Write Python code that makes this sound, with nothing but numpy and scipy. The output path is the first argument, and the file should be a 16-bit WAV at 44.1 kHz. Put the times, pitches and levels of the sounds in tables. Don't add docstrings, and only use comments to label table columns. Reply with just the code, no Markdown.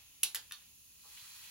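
import sys
import numpy as np
from scipy import signal
from scipy.fft import rfft, irfft, next_fast_len
from scipy.io import wavfile

SR = 44100
rng = np.random.default_rng(int(sys.argv[2]) if len(sys.argv) > 2 else 0)


def bounce(signal):
    frames = np.transpose(np.atleast_2d(signal))
    limited = np.clip(frames, -1, 1)
    pcm = np.round(limited * 32767).astype(np.int16)
    wavfile.write(sys.argv[1], SR, pcm)


N = 66150

# time_s, level_db
FOAM_LEVEL = [(0, -88), (.85, -68.5), (.96, -66), (1.02, -61), (1.05, -58.5), (1.12, -54), (1.18, -53.5),
              (1.3, -53), (1.5, -52.5)]
# pitch_hz, likeness (-1 opposite, 1 the same)
NOISE_LIKENESS = [(60, 0.92), (400, 0.48), (1500, 0.62), (2800, 0.22), (4000, -0.25), (5600, -0.24),
                  (6600, -0.38), (8000, 1)]


def amp(db):
    return 10 ** (np.asarray(db) / 20)


def unit(x):
    return x / np.sqrt(np.mean(x ** 2) + 1e-20)


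def along(points, hz):
    pitches, values = np.transpose(points)
    return np.interp(np.log(hz + 1), np.log(pitches + 1), values)


def level(points):
    return amp(np.interp(np.arange(N) / SR, *np.transpose(points)))


def since(start_s):
    return np.maximum(np.arange(N) / SR - start_s, 0)


def band_db(hz, centre_hz, width):
    return -10 * np.log10(1 + (np.log((hz + 1) / centre_hz) / width) ** 4)


def filtered(x, response):
    size = next_fast_len(N + SR // 2)
    return irfft(rfft(x, size) * response(np.fft.rfftfreq(size, 1 / SR)), size)[..., :N]


def spread(pair, likeness):
    turn = lambda hz: np.arccos(np.clip(along(likeness, hz), -1, .98)) / 2
    mid, side = filtered(pair, lambda hz: np.array([np.cos(turn(hz)), np.sin(turn(hz))]))
    return np.array([mid + side, mid - side])


def noise(tone_db, likeness=NOISE_LIKENESS):
    white = spread(rng.standard_normal((2, N)), likeness)
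    return unit(filtered(white, lambda hz: amp(tone_db(hz))))


def ring(notes, t):
    return sum(amp(db + rng.normal(0, 1) - 60 * t / fade_s) * np.sin(2 * np.pi * (hz * t + rng.random()))
               for hz, db, fade_s in notes)


def in_room(x):
    # pitch_hz, fade_s
    echo_fade = [(300, 0.35), (800, 0.26), (2000, 0.26), (5500, 0.19), (14600, 0.26)]
    # pitch_hz, level_db
    echo_tone = [(300, 1.5), (1200, 3), (2700, -5), (3600, 0), (4700, 3), (8000, -6), (15000, -14)]
    # pitch_hz, likeness
    echo_likeness = [(300, 0.71), (700, 0.71), (1500, 0.52), (4000, 0.11), (9000, 1)]
    early_db, early_fade_s, build_up_s = -6.5, 0.093, 0.0061
    hz, t, spectrum = signal.stft(rng.standard_normal((2, N)), SR, nperseg=256)
    fading = spectrum * amp(-60 * t / along(echo_fade, hz)[:, None])
    tail = signal.istft(fading, SR, nperseg=256)[1][:, :N]
    tail = filtered(tail / np.linalg.norm(tail[0]), lambda hz: amp(along(echo_tone, hz)))
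    early = rng.standard_normal((2, N)) * amp(-60 * since(0) / early_fade_s)
    echo = spread(tail + amp(early_db) * early / np.linalg.norm(early[0]), echo_likeness)
    echo *= np.minimum(since(0) / build_up_s, 1)
    return x + signal.fftconvolve(x[:1], echo, axes=1)[:, :N]


def background():
    # pitch_hz, level_db
    rumble_tone = [(20, -16), (40, -11.5), (65, -2.5), (100, -5.5), (170, -11), (300, -17), (600, -27.5),
                   (1500, -33), (4000, -51)]
    # pitch_hz, level_db
    hiss_tone = [(500, -24), (1900, -42), (2550, 3.5), (3500, -2), (5500, 0), (6800, 7), (7600, -3),
                 (8700, 6), (10800, 1.5), (12000, 4.5), (15500, 1.5)]
    rumble = amp(-75) * noise(lambda hz: along(rumble_tone, hz))
    hiss = amp(-59.5) * noise(lambda hz: along(hiss_tone, hz))
    return rumble + hiss


def trickle():
    # time_s, level_db
    stream_level = [(0, -62.5), (.05, -66.5), (.15, -69), (.45, -68), (.6, -65.5), (.67, -68), (.75, -76),
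                    (1, -104)]
    # pitch_hz, level_db
    stream_tone = [(300, -16), (700, -3.5), (1000, 1.5), (1600, -3.5), (2500, 9), (3500, 7.5), (6000, 0),
                   (15000, -21)]
    return level(stream_level) * noise(lambda hz: along(stream_tone, hz))


def gas_puffs():
    # start_s, level_db, pitch_hz, swell_s
    puffs = [(1.032, -72.5, 1200, .007), (1.046, -68, 1000, .007), (1.05, -81, 450, .006),
             (1.171, -53.5, 2700, .004), (1.18, -59, 3900, .01), (1.42, -62, 2900, .03)]
    out = np.zeros((2, N))
    for start_s, db, pitch_hz, swell_s in puffs:
        age = since(start_s) / swell_s
        out += amp(db) * age * np.exp(1 - age) * noise(lambda hz: band_db(hz, pitch_hz, width=0.22))
    return in_room(out)


def bubble_pings():
    # time_s, pitch_hz
    typical_pitch = [(1.15, 4310), (1.31, 4160), (1.45, 4295)]
    pings_per_s, scatter, fade_cycles, glide = 600, 0.11, 74, .02
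    when, up, down, chance = rng.random((int(pings_per_s * N / SR), 4)).T[:, :, None]
    hz = np.interp(when * N / SR, *np.transpose(typical_pitch)) * np.exp(scatter * (up + down - 1))
    samples = np.arange(SR // 40)
    age = samples / SR * hz / fade_cycles
    strength = amp(-0.7 * np.log(np.maximum(chance, np.exp(-3))))
    pings = strength * amp(-60 * age) * np.sin(2 * np.pi * fade_cycles * age * (1 + glide * age / 2))
    positions = (when * N).astype(int) + samples
    mixed = np.bincount(positions.ravel(), pings.ravel(), minlength=N)[:N]
    return level(FOAM_LEVEL) * amp(-12) * unit(in_room(np.array([mixed, mixed])))


def fizz():
    # pitch_hz, level_db
    fizz_tone = [(300, -35), (720, -24.5), (880, -6), (1500, -6.5), (2200, -4.5), (2550, -3), (3700, -1.5),
                 (4250, -1.5), (5200, -2.5), (8000, -1), (11000, -3.5), (15500, -5)]
    # pitch_hz, width_hz, boost_db
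    hollows = [(1940, 61, 6.5), (2520, 93, 7.5), (2930, 39, 3), (3330, 160, 4.9), (4300, 380, 2)]
    bursts_per_s, coarse_below_hz, coarse_delay_s = 2800, 2800, 0.061

    def tone_db(hz):
        boost = sum(db / (1 + (2 * (hz - centre) / width) ** 2) for centre, width, db in hollows)
        return along(fizz_tone, hz) + boost

    bursts = (rng.random((2, N)) < bursts_per_s / SR) * rng.choice([-1, 1], (2, N))
    bursts = bursts * amp(-3 * np.minimum(rng.exponential(size=(2, N)), 4))
    bursts = unit(filtered(spread(bursts, NOISE_LIKENESS), lambda hz: amp(tone_db(hz))))
    foam = unit(bursts + amp(3) * noise(tone_db))
    coarse = filtered(foam, lambda hz: 1 / (1 + (hz / coarse_below_hz) ** 4))
    coarse_level = level([(time_s + coarse_delay_s, db) for time_s, db in FOAM_LEVEL])
    return level(FOAM_LEVEL) * (foam - coarse) + coarse_level * coarse


def tray_thuds():
    # start_s, level_db, pitch_hz
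    thuds = [(.236, -51, 862), (.240, -55, 340), (.348, -55.5, 489)]
    fade_s, rise_s = 0.026, 0.00033
    out = np.zeros(N)
    for start_s, db, hz in thuds:
        t = since(start_s)
        out += amp(db - 60 * t / fade_s) * (1 - np.exp(-t / rise_s)) * np.sin(2 * np.pi * hz * t)
    return in_room(np.array([out, out]))


def cup_taps():
    # start_s, click_db, knock_db, treble_db_per_octave, knock_hz, knock_width (see band_db)
    touches = [(0.232, -21, -26, -3.1, 2910, 0.062), (0.2346, -16, -25.5, -0.9, 2700, 0.12),
               (0.3466, -25.5, -34.5, -2, 1810, 0.079), (0.3483, -30, -43, -1.5, 1870, 0.048),
               (0.3566, -29.5, -37, -4, 2980, 0.24), (0.3629, -36, -58, -5, 1580, .06),
               (0.5104, -45, -44.5, -13, 1740, 0.55), (0.5213, -34.5, -37, -3, 3870, 0.27)]
    # pitch_hz, level_db, fade_s
    glass_notes = [(3006, 2, .15), (3804, 0, .14), (4130, -1, .15), (4355, -1, .16), (4731, -3, .17),
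                   (5120, -4, .15), (5720, -4, .15), (6508, -3, .13), (6620, -2, .16), (6878, 0, .16),
                   (9813, -2, .11), (10401, 1, .14), (10637, 3, .12), (11346, 2, .14), (11806, 2, .12),
                   (12100, 1, .13), (12241, 1, .11)]
    # pitch_hz, level_db, fade_s
    cone_notes = [(1189, -5, 0.033), (1455, -4.5, 0.04), (1596, -10.5, 0.043), (1769, -3, 0.021),
                  (1900, -0.5, 0.017), (2655, -1.5, 0.011), (2980, 2, 0.0091), (3257, -4, 0.032),
                  (3644, -2, 0.027), (4140, -7, 0.0091), (4320, -6, 0.029), (5330, 0, 0.0094)]
    # pitch_hz, level_db
    click_tone = [(300, -29), (900, -17.5), (1250, -25.5), (1700, -15.5), (2200, -12.5), (2800, -4.5),
                  (3500, -10.5), (4200, -3.5), (5400, -5), (7000, 0.5), (11000, 4.5), (13500, 3),
                  (15800, -1)]
    # pitch_hz, likeness
    click_likeness = [(500, 0.3), (3000, 0.9), (5000, 0.86), (9000, 0.72)]
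    # pitch_hz, left_over_right_db
    tap_balance = [(300, 5), (1000, 0.5), (3200, -1), (4600, 0.3), (6500, -1.5), (8000, -0.5)]
    glass_db, click_fade_s, rise_s, dull_above_hz = -31, .018, .0002, 2630
    low_cut = signal.butter(4, 880, "high", fs=SR, output="sos")
    out = np.zeros((2, N))
    for start_s, click_db, knock_db, treble_slope, knock_hz, knock_width in touches:
        t = since(start_s)
        dull_db = lambda hz: treble_slope * np.log2(np.maximum(hz, dull_above_hz) / dull_above_hz)
        click = noise(lambda hz: along(click_tone, hz) + dull_db(hz), click_likeness)
        click *= amp(-60 * t / click_fade_s)
        glass = ring([(hz, db + glass_db + dull_db(hz), fade) for hz, db, fade in glass_notes], t)
        cone = ring([(hz, db + band_db(hz, knock_hz, knock_width), fade)
                     for hz, db, fade in cone_notes], t)
        tap = (amp(click_db) * (click + glass) + amp(knock_db) * cone) * (1 - np.exp(-t / rise_s))
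        out += in_room(signal.sosfilt(low_cut, tap))
    return filtered(out, lambda hz: amp(np.array([[.5], [-.5]]) * along(tap_balance, hz)))


def scene():
    return cup_taps() + tray_thuds() + fizz() + bubble_pings() + gas_puffs() + trickle() + background()


def record(dry):
    # pitch_hz, left_over_right_db
    balance = [(200, 0), (1500, 0), (2500, -1), (4000, -2.3), (6300, -2.6), (7800, 0), (15000, .1)]
    # pitch_hz, lead_radians
    phase_lead = [(20, 0), (1500, -.05), (3200, -.4), (6000, -.9), (7500, -1.7), (8100, -2.9), (9200, -3.4),
                  (9700, -4.9), (12300, -7.6), (12900, -9.2), (14200, -9.7), (14700, -11.3), (16000, -12.6)]
    top_hz = 15900
    sides = np.array([[.5], [-.5]])
    gain = lambda hz: amp(sides * along(balance, hz))
    heard = filtered(dry, lambda hz: gain(hz) * np.exp(1j * sides * along(phase_lead, hz)))
    return filtered(heard, lambda hz: 1 / np.sqrt(1 + (hz / top_hz) ** 180))


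dry = scene()
out = record(dry)
bounce(out)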